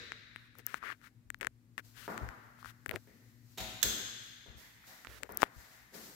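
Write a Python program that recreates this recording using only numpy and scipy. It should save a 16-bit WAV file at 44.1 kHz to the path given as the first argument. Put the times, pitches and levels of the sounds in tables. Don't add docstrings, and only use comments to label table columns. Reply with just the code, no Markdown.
import sys
import numpy as np
from scipy import signal
from scipy.fft import rfft, irfft
from scipy.io import wavfile
from scipy.ndimage import uniform_filter1d

SR = 44100
rng = np.random.default_rng(int(sys.argv[2]) if len(sys.argv) > 2 else 0)


def volts_from_decibels(level):
    exponent = np.asarray(level, float) / 20
    return 10 ** exponent


def master(y):
    cut = np.clip(np.atleast_2d(y).T, -1, 1)
    pcm = np.round(cut * 32767)
    wavfile.write(sys.argv[1], SR, pcm.astype(np.int16))


N = 271215
LEAD = 22050

# frequency in Hz, level in dB per Hz.
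FLOOR_COLOUR = [(25, -29), (53, -17), (90, -25), (200, -21.5), (330, -28), (630, -39.5), (2000, -41),
                (5700, -58), (9500, -50), (12500, -63), (16000, -65)]
# frequency in Hz, width in Hz, level in dB.
MOTOR_LINES = [(113.4, 14, -68.5), (274, 57, -85)]
# time in seconds, hum gain in dB.
MOTOR_FADE = [
    (0, -1.5),
    (1.5, 0),
    (2.6, 2),
    (3.6, 4),
    (4.2, -0.5),
    (4.8, -8),
    (6.15, -12),
]
FLOOR_DB, TONE_HZ, TONE_DB = -71, 240.3, -73
# frequency in Hz, left-right correlation.
PORT_LIKENESS = [(60, 0.86), (240, 0.95), (950, -0.071), (3770, 0.092), (15000, -0.12)]
# frequency in Hz, left over right in dB.
PORT_BALANCE = [(60, 11), (180, 6.5), (550, 1), (1650, 5), (4970, 5), (15000, -1.5)]
# frequency in Hz, t60 in seconds.
ROOM_T60 = [(130, 1.3), (260, 0.86), (520, 0.85), (1000, 1.29), (2000, 2.05), (4000, 1.554), (8000, 0.97),
            (16000, 0.54)]

# frequency in Hz, level in dB per Hz.
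CLOTH_COLOUR = [(1500, -4.5), (3300, -5.5), (4200, -1), (7500, -2.5), (9200, -9.5), (12500, -2.5),
                (15500, -4), (16500, -30.5)]
# fullest brush in seconds, level in dB, rise in dB per second, left over right in dB.
SWINGS = [(0, -71.5, 516, -4), (.92, -76, 55, 11.5), (1.85, -63.5, 693.5, 5.5), (2.1, -60, 791, 1.5),
          (2.45, -75, 60, 2), (2.7, -91, 60, 8), (3.0, -72, 77, 1), (3.3, -71, 8, 3), (3.52, -66.5, 102, 6),
          (3.7, -58, 128, -2), (4.24, -62.5, 150, -6), (4.58, -59.5, 904, -11.5), (4.88, -56, 400, 0.5),
          (5.14, -68, 100, 25), (5.6, -60, 122, 4.5), (5.73, -63.5, 160, 2), (5.945, -51.5, 996, 6.5),
          (6.04, -55, 187, 0.5)]
SWING_FALL_DB_PER_S, STILL_DB = 51, -85.5

# start in seconds, peak in dB, pitch in Hz, t60 in seconds.
THUDS = [(1.24, -59, 50, .9), (1.42, -58, 47, .5), (1.97, -59, 47, .4), (4.0, -56, 60, .5),
         (2.215, -31, 68, 0.19), (2.277, -35, 61.5, 0.1), (2.655, -41, 56.6, 0.064), (2.873, -45, 95, 0.22),
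         (2.931, -35.5, 102, 0.12), (3.593, -43.5, 57.7, 0.45), (3.843, -37, 55, 0.29),
         (4.482, -43, 61.4, 0.15), (4.549, -43, 65.4, 0.11), (5.07, -52, 60.3, 0.7),
         (5.298, -56, 54.6, 0.43), (5.562, -40.5, 59, 0.13)]
# time in seconds, level in dB, heel boom in dB, sole brightness in dB, contact in seconds.
FOOTFALLS = [(2.0787, -29, -0.5, -8.5, 0.00029), (3.072, -50.5, 13, 9.5, 0.0016),
             (3.836, -32.5, 8.5, -11, 0.0091), (4.46, -48, 5.5, 0.5, 0.0042), (4.58, -49, -23, 10.5, 0.04),
             (4.76, -52.5, -19, 8.5, 0.04), (4.87, -47, -9, 3, 0.032), (5.2918, -38, 0.5, -4.5, 0.00044),
             (5.56, -49.5, -10, 3.5, 0.036), (5.69, -50.5, -15.5, 6, 0.055), (5.923, -40.5, 8.5, 1, 0.023)]
# frequency in Hz, level in dB per Hz.
SOLE_COLOUR = [(70, -22.5), (130, -17), (230, -5.5), (330, -7), (500, -7.5), (800, -8.5), (1400, -10.5),
               (1900, -8.5), (2700, -23), (9000, -35), (15000, -25), (17000, -97)]

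# time in seconds, level in dB.
KNOCKS = [
    (3.574, -39),
    (3.579, -34),
    (3.6, -35.5),
    (4.87, -53),
    (5.64, -57),
]
# frequency in Hz, level in dB per Hz.
WALL_COLOUR = [(88, -37), (150, -12), (315, -3.5), (420, -13), (730, -8), (1100, -12.5), (3840, -10.5),
               (4490, -13.5), (9630, -25), (12200, -16.5), (16000, -21.5)]
# frequency in Hz, width in Hz, level in dB.
PLATE_MODES = [(3840, 290, -0.5), (6970, 700, 7)]
# frequency in Hz, level in dB, t60 in seconds.
CAVITY_MODES = [(533, -9, .3), (641, -9, .6), (744, -15, 1.1), (753, 4, .18), (860, -11, .3),
                (958, -18, .6)]
# time in seconds, level in dB.
CAVITY_HITS = [
    (3.578, -36),
    (4.87, -54),
    (5.64, -58),
]

# time in seconds, level in dB.
SWITCH_OFF = [
    (3.8155, -52.5),
    (3.8284, -25.5),
    (3.8300, -29),
    (3.8352, -36),
    (3.8372, -39),
]
# time in seconds, level in dB.
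SWITCH_ON = [
    (-0.27, -25),
]
# frequency in Hz, level in dB per Hz.
OFF_COLOUR = [(200, -65), (600, -37.5), (1000, -27), (1600, -14), (2100, -18), (2700, -18), (3450, -13),
              (4700, -17), (6400, -16), (7700, -13), (8900, -29), (12000, -12), (15500, -13), (16500, -38)]
# frequency in Hz, level in dB per Hz.
ON_COLOUR = [(150, -6), (250, -7.5), (480, 3), (800, -19.5), (1600, -6), (2200, -9), (3100, -16.5),
             (3850, -4.5), (4500, -14), (7500, -20), (9000, -32), (15500, -40), (17000, -65)]
# frequency in Hz, width in Hz, level in dB.
SPRING_MODES = [(3450, 300, 6), (6360, 110, 16), (6670, 150, 4), (7580, 200, 2), (8050, 34, 7),
                (4130, 150, 3), (5100, 400, -1), (1620, 350, -3)]

# time in seconds, left over right in dB.
GRIP = [(.12, 28), (.36, 20), (.42, -15), (.5, -13), (.56, 27), (.74, 72), (1.05, 52), (1.46, 59),
        (1.8, 51), (2.2, 31.5), (2.66, 30), (2.89, 68), (2.935, -22), (2.96, 17), (5.05, -9.5), (5.19, -17),
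        (5.23, 40), (5.44, 68)]
# frequency in Hz, width in Hz, level in dB.
CASE_MODES = [(1650, 1070, 7.5), (1150, 950, 0), (2316, 350, -21), (5200, 1580, -32.5)]
# frequency in Hz, level in dB per Hz.
SKIN_COLOUR = [(1500, -10), (3000, -1.5), (6000, -7), (9200, -11), (12600, -8), (15500, -12.5),
               (16500, -12)]
# start in seconds, hold in seconds, rub in dB, hiss in dB, boom in dB.
SLIDES = [(0.353, 0.12, -68.5, -77.5, -100), (0.594, 0.0061, -64, -63.5, -62),
          (0.684, 0.093, -56.5, -62, -73), (.848, 0.076, -44.5, -63, -61.5),
          (1.042, 0.034, -60.5, -66.5, -108), (1.976, 0.089, -59, -57.5, -79),
          (2.601, 0.014, -73, -67, -96), (2.665, 0.04, -58.5, -60, -93), (2.938, 0.026, -54, -62.5, -47.5),
          (5.098, 0.087, -60.5, -61, -66), (5.415, 0.019, -52, -52, -55), (5.465, 0.01, -60, -71.5, -71)]
SLIDE_RISE_DB_PER_S, SLIDE_FALL_DB_PER_S = 497.5, 1000
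# start in seconds, hold in seconds, rub in dB, hiss in dB, boom in dB.
PRESSES = [
    (1.41, 0.066, -55, -65, -49.5),
    (1.784, 0.017, -49.5, -58.5, -58),
    (2.861, 0.0027, -99, -58, -49),
    (2.893, 0.0044, -90.5, -68, -49),
    (2.911, 0.004, -60, -73, -42),
    (5.205, 0.0047, -70, -85, -56),
    (5.227, 0.045, -61.5, -82, -56.5),
    (5.298, .09, -81, -78, -59.5),
]
PRESS_RISE_DB_PER_S, PRESS_SAG_DB_PER_S, PRESS_FALL_DB_PER_S = 30000, 195, 2500

# time in seconds, peak in dB, case ring in Hz, cycles to die.
PAD_TICKS = [(0.12, -27.5, 1680, 4.8), (0.361, -31, 1840, 5.1), (0.673, -40, 1650, 7),
             (0.743, -22, 1400, 5.2), (0.828, -34.5, 1330, 10), (0.837, -35, 1200, 12),
             (1.4297, -27.5, 1650, 4.4), (2.9568, -40, 4100, 5), (5.4133, -38, 5200, 8),
             (5.4155, -38, 5600, 6), (5.4038, -46, 5000, 8), (5.4195, -24, 4600, 4), (2.8815, -52, 1600, 6),
             (2.9035, -48, 1400, 6), (2.588, -50, 1250, 8), (1.4015, -55, 1700, 5), (1.4145, -42, 1800, 5),
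             (1.4565, -46, 1900, 6), (5.2925, -38, 900, 3), (5.054, -42.5, 1350, 9.8),
             (5.071, -29.5, 1810, 2.3), (5.431, -6.7, 1010, 2.8), (5.438, -23, 1480, 2.1),
             (1.4324, -42, 1100, 2.5), (1.4365, -39.5, 1200, 1.9), (2.9205, -40, 1310, 3.5),
             (1.781, -31, 1780, 8.5), (4.841, -49.5, 1440, 10)]
# time in seconds, peak in dB, case ring in Hz, cycles to die, crack against ring in dB.
NAIL_TICKS = [(0.553, -50, 1320, 6.3, -16), (0.593, -45, 1750, 6.5, -16), (1.015, -52, 1540, 6.1, -16),
              (1.3026, -28, 1760, 7, -12), (1.3445, -34, 1670, 6.5, -18), (1.411, -26.5, 2040, 4.5, -16),
              (1.4164, -35, 1810, 7, -12), (1.4471, -27, 1650, 5, -20), (1.4695, -20.5, 1680, 6, -18),
              (1.7795, -27, 1700, 3.5, -16), (2.178, -28, 1430, 2.7, -16), (2.289, -34, 1520, 4.6, -16),
              (2.628, -42, 1200, 8, -14), (2.646, -36, 1360, 6.2, -18), (2.658, -36, 1340, 6.6, -18),
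              (2.861, -28, 1650, 7, -12), (2.8929, -26, 2070, 6, -11), (2.9115, -26, 1950, 6, -10),
              (2.9400, -34, 1210, 3, -24), (5.048, -37, 1610, 3.7, -12), (5.233, -26, 1850, 3.4, -12),
              (5.42, -18.5, 1400, 2.4, -16), (2.9597, -26, 1900, 5, -20)]
PAD_CRACK_DB, NAIL_LAG_S = -25, 0.0004
PAD_SWELL, NAIL_SWELL = 0.055, 0.12
# time in seconds, peak in dB.
SNAPS = [(0.666, -16), (.586, -36.5), (1.388, -54), (1.401, -65), (1.997, -45), (2.881, -42), (2.902, -50),
         (5.305, -50), (5.311, -50), (5.322, -33), (5.347, -42), (5.3723, -15.5)]
# frequency in Hz, width in Hz, level in dB.
SNAP_MODES = [(13520, 3900, 6.5), (11660, 6600, -5.5), (5950, 940, -13.5)]


def unit(x):
    return x / np.sqrt(np.mean(x ** 2) + 1e-30)


def in_time(rows):
    s, *columns = np.transpose(rows)
    return [np.interp(np.arange(N) / SR, s, c) for c in columns]


def at_hz(points, hz):
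    point_hz, value = np.transpose(points)
    return np.interp(np.log(np.maximum(hz, 1)), np.log(point_hz), value)


def pan(x, db):
    right = volts_from_decibels(-np.asarray(db))
    return np.array([2 * x / (1 + right), 2 * x * right / (1 + right)])


def add(out, s, sound):
    i = round(s * SR)
    out[..., i:i + sound.shape[-1]] += sound[..., :out.shape[-1] - i]


def resonate(x, hz, width):
    r = np.exp(-np.pi * width / SR)
    zeros = np.array([1, 0, -1]) * (1 - r * r) / 2
    poles = [1, -2 * r * np.cos(2 * np.pi * hz / SR), r * r]
    return signal.lfilter(zeros, poles, x)


def resonate_twice(x, hz, width):
    return resonate(resonate(x, hz, width), hz, width)


def causal(spectrum, size=4096):
    cepstrum = irfft(np.log(volts_from_decibels(at_hz(spectrum, np.fft.rfftfreq(size, 1 / SR)))))
    cepstrum[1:size // 2] *= 2
    cepstrum[size // 2 + 1:] = 0
    pulse = irfft(np.exp(rfft(cepstrum)))
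    return pulse / np.sqrt(np.sum(pulse ** 2))


def envelope(s, hold, rise, sag, fall):
    t = np.arange(0, N + 16, 16) / SR
    db = rise * np.minimum(t - s, 0)
    db = db - sag * np.clip(t - s, 0, hold)
    db = db - fall * np.maximum(t - s - hold, 0)
    return np.interp(np.arange(N) / SR, t, volts_from_decibels(np.maximum(db, -120)))


def fibres(spectrum):
    grit = rng.standard_normal((2, N)) * volts_from_decibels(2.7 * rng.standard_normal((2, N)))
    return unit(signal.fftconvolve(grit, causal(spectrum)[None])[:, :N])


def diffuse(size):
    hz = np.fft.rfftfreq(size, 1 / SR)
    mid, side = rfft(rng.standard_normal((2, size)))
    alike = np.clip(at_hz(PORT_LIKENESS, hz), -1, 1)
    pair = np.sqrt(1 + alike) * mid + np.sqrt(1 - alike) * side * [[1], [-1]]
    return pair * volts_from_decibels(at_hz(PORT_BALANCE, hz) / 2 * np.array([[1], [-1]])), hz


def background():
    field, hz = diffuse(N)
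    lines = 0
    for line_hz, width, db in MOTOR_LINES:
        lines = lines + volts_from_decibels(2 * db) / width / (1 + (2 * (hz - line_hz) / width) ** 2) ** 2
    waver = np.cumsum(uniform_filter1d(rng.standard_normal(N), size=4000)) * 60.0 / SR
    tone = volts_from_decibels(TONE_DB) * np.sqrt(2) * np.sin(2 * np.pi * (TONE_HZ * np.arange(N) / SR + waver))
    hum = irfft(field * np.sqrt(lines * SR / 3), N) + pan(tone, 6.6)
    hiss = unit(irfft(field * volts_from_decibels(at_hz(FLOOR_COLOUR, hz)), N))
    return volts_from_decibels(FLOOR_DB) * hiss + hum * volts_from_decibels(in_time(MOTOR_FADE)[0])


def room(x):
    size = 2 * SR
    field, hz = diffuse(size)
    t, tail = np.arange(size) / SR, 0
    for octave in np.arange(6, 15):
        share = np.clip(1 - np.abs(np.log2(np.maximum(hz, 1)) - octave), 0, 1)
        t60 = np.clip(at_hz(ROOM_T60, 2. ** octave), .1, 3)
        tail = tail + irfft(field * share) * volts_from_decibels(-60 * t / t60)
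    tail = tail * (1 - np.exp(-t / 0.00096)) * (1 + 0.09 * volts_from_decibels(-60 * t / 0.39))
    tail = tail / np.sqrt(np.sum(tail ** 2) / 2)
    return signal.fftconvolve(x[None], tail)[:, LEAD:LEAD + N]


def rustle():
    power = volts_from_decibels(STILL_DB) ** 2
    for s, db, rise, side_db in SWINGS:
        brush = volts_from_decibels(db) * envelope(s, 0, rise, 0, SWING_FALL_DB_PER_S)
        power = power + pan(brush, side_db) ** 2
    return np.sqrt(power) * fibres(CLOTH_COLOUR)


def thuds():
    out, t = np.zeros(N), np.arange(SR // 2) / SR
    for s, db, hz, t60 in THUDS:
        wave = np.sin(2 * np.pi * hz * t) + 0.73 * np.sin(2 * np.pi * 1.7 * hz * t)
        add(out, s, volts_from_decibels(db - 60 * t / t60) * (1 - np.exp(-t / 0.0036)) ** 2 * wave)
    left, right = pan(out, 7.8)
    return np.array([left, np.roll(right, 120)])


def blows(rows, spectrum, length):
    out = np.zeros(N + LEAD)
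    for (s, db), shares in zip(rows, rng.uniform(.05, .35, (len(rows), 5))):
        burst = signal.unit_impulse(8000)
        for lag in 1 + (shares * length * SR).astype(int):
            echo = np.r_[1, np.zeros(lag - 1), -.6]
            burst = signal.lfilter(echo[::-1], echo, burst)
        add(out, s + LEAD / SR, volts_from_decibels(db) * burst)
    return signal.fftconvolve(out, causal(spectrum))[:N + LEAD]


def steps():
    hz, db = np.transpose(SOLE_COLOUR)
    out = 0
    for s, level_db, boom_db, bright_db, roll in FOOTFALLS:
        colour = np.c_[hz, db + boom_db * (hz < 600) + bright_db * (hz > 1650)]
        out = out + blows([(s, level_db)], colour, roll)
    return out


def wall():
    hit = blows(KNOCKS, WALL_COLOUR, 0.0065)
    return hit + sum(volts_from_decibels(db) * resonate(hit, hz, width) for hz, width, db in PLATE_MODES)


def cavity():
    out, t = np.zeros(N), np.arange(SR) / SR
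    ring = sum(volts_from_decibels(db - 60 * t / t60) * np.sin(2 * np.pi * hz * t) for hz, db, t60 in CAVITY_MODES)
    for s, db in CAVITY_HITS:
        add(out, s, volts_from_decibels(db) * (1 - np.exp(-t / 0.028)) ** 2 * ring)
    return pan(out, 1.5)


def sprung(x):
    return x + sum(volts_from_decibels(db) * resonate(x, hz, width) for hz, width, db in SPRING_MODES)


def switch():
    off = sprung(blows(SWITCH_OFF, OFF_COLOUR, .0015))
    one_blow = sprung(blows([(3.8284, -23.5)], OFF_COLOUR, .0015))
    return off, one_blow + blows(SWITCH_ON, ON_COLOUR, 0.0018)


def rubs():
    slips = (rng.random(N) < 8000 / SR) * volts_from_decibels(3.7 * np.minimum(rng.exponential(1, N), 5))
    slips = slips * rng.choice([-1, 1], N)
    shaken = 0
    for k, (hz, width, db) in enumerate(CASE_MODES):
        shaken = shaken + (-1) ** k * volts_from_decibels(db) * resonate_twice(slips, hz, width)
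    boom = unit(resonate_twice(rng.standard_normal(N), 390, 380))
    layers = np.array([unit(shaken), fibres(SKIN_COLOUR)[0], boom])
    gains = np.zeros((3, N))
    for s, hold, *dbs in SLIDES:
        slide = envelope(s, hold, SLIDE_RISE_DB_PER_S, 0, SLIDE_FALL_DB_PER_S)
        gains += np.outer(volts_from_decibels(dbs), slide)
    for s, hold, *dbs in PRESSES:
        press = envelope(s, hold, PRESS_RISE_DB_PER_S, PRESS_SAG_DB_PER_S, PRESS_FALL_DB_PER_S)
        gains += np.outer(volts_from_decibels(dbs), press)
    return pan(np.sum(gains * layers, axis=0), in_time(GRIP)[0])


def crack(grit, low_hz, ring_hz, width, t60):
    burst = grit * volts_from_decibels(-60 * np.arange(len(grit)) / SR / t60)
    burst = burst + 1.7 * resonate(burst, ring_hz, width)
    burst = signal.sosfilt(signal.butter(4, low_hz, "high", fs=SR, output="sos"), burst)
    return burst / np.abs(burst).max()


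def snap():
    click = signal.unit_impulse(900)
    rings = sum(volts_from_decibels(db) * resonate_twice(click, hz, width) * SR / width for hz, width, db in SNAP_MODES)
    return rings / np.abs(rings).max()


def ticks():
    out, t = np.zeros(N), np.arange(900) / SR
    recoil = -np.sin(2 * np.pi * 260 * t) * volts_from_decibels(-60 * t / 0.008) * (1 - np.exp(-t / 0.0013))
    pads = [(*row, PAD_CRACK_DB, 0, PAD_SWELL) for row in PAD_TICKS]
    nails = [(*row, NAIL_LAG_S, NAIL_SWELL) for row in NAIL_TICKS]
    for s, db, hz, cycles, crack_db, lag, swell in pads + nails:
        t60 = max(cycles, 1) / hz
        turns = hz * (t + 0.000084 * (1 - np.exp(-t / 0.0001)))
        body = np.sin(2 * np.pi * turns) * volts_from_decibels(-60 * t / t60) * (1 - np.exp(-t / (swell * t60)))
        add(out, s + lag, volts_from_decibels(db) * (body / np.abs(body).max() + volts_from_decibels(-10.5) * recoil))
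        bright = crack(rng.standard_normal(900), min(2.1 * hz, 12000), min(4.2 * hz, 15000), 2500, 0.0008)
        add(out, s, volts_from_decibels(db + crack_db + 10.0) * bright)
    for s, db in SNAPS:
        add(out, s, volts_from_decibels(db) * snap())
    return pan(out, in_time(GRIP)[0])


def scene():
    feet, knock, (off, echoed) = steps(), wall(), switch()
    dull = signal.sosfilt(signal.butter(2, 4500, fs=SR, output="sos"), off)
    clack = volts_from_decibels(-2.0) * pan(dull, 0.5) + volts_from_decibels(-1.0) * pan(off - dull, -13.0)
    direct = volts_from_decibels(-10.5) * pan(feet, 3.1) + volts_from_decibels(-7.0) * pan(knock, -4.1) + clack
    far = volts_from_decibels(23) * (room(feet + knock + echoed) + direct[:, LEAD:])
    return background() + far + rustle() + thuds() + cavity() + rubs() + ticks()


def roll_off(x):
    return signal.sosfilt(signal.butter(12, 17150, fs=SR, output="sos"), x)


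def record(dry):
    heard = signal.sosfilt(signal.butter(2, 42, "high", fs=SR, output="sos"), dry)
    heard = signal.sosfilt(signal.cheby2(10, 60, 17300, fs=SR, output="sos"), heard)
    return roll_off(heard)


dry = scene()
out = record(dry)
master(out)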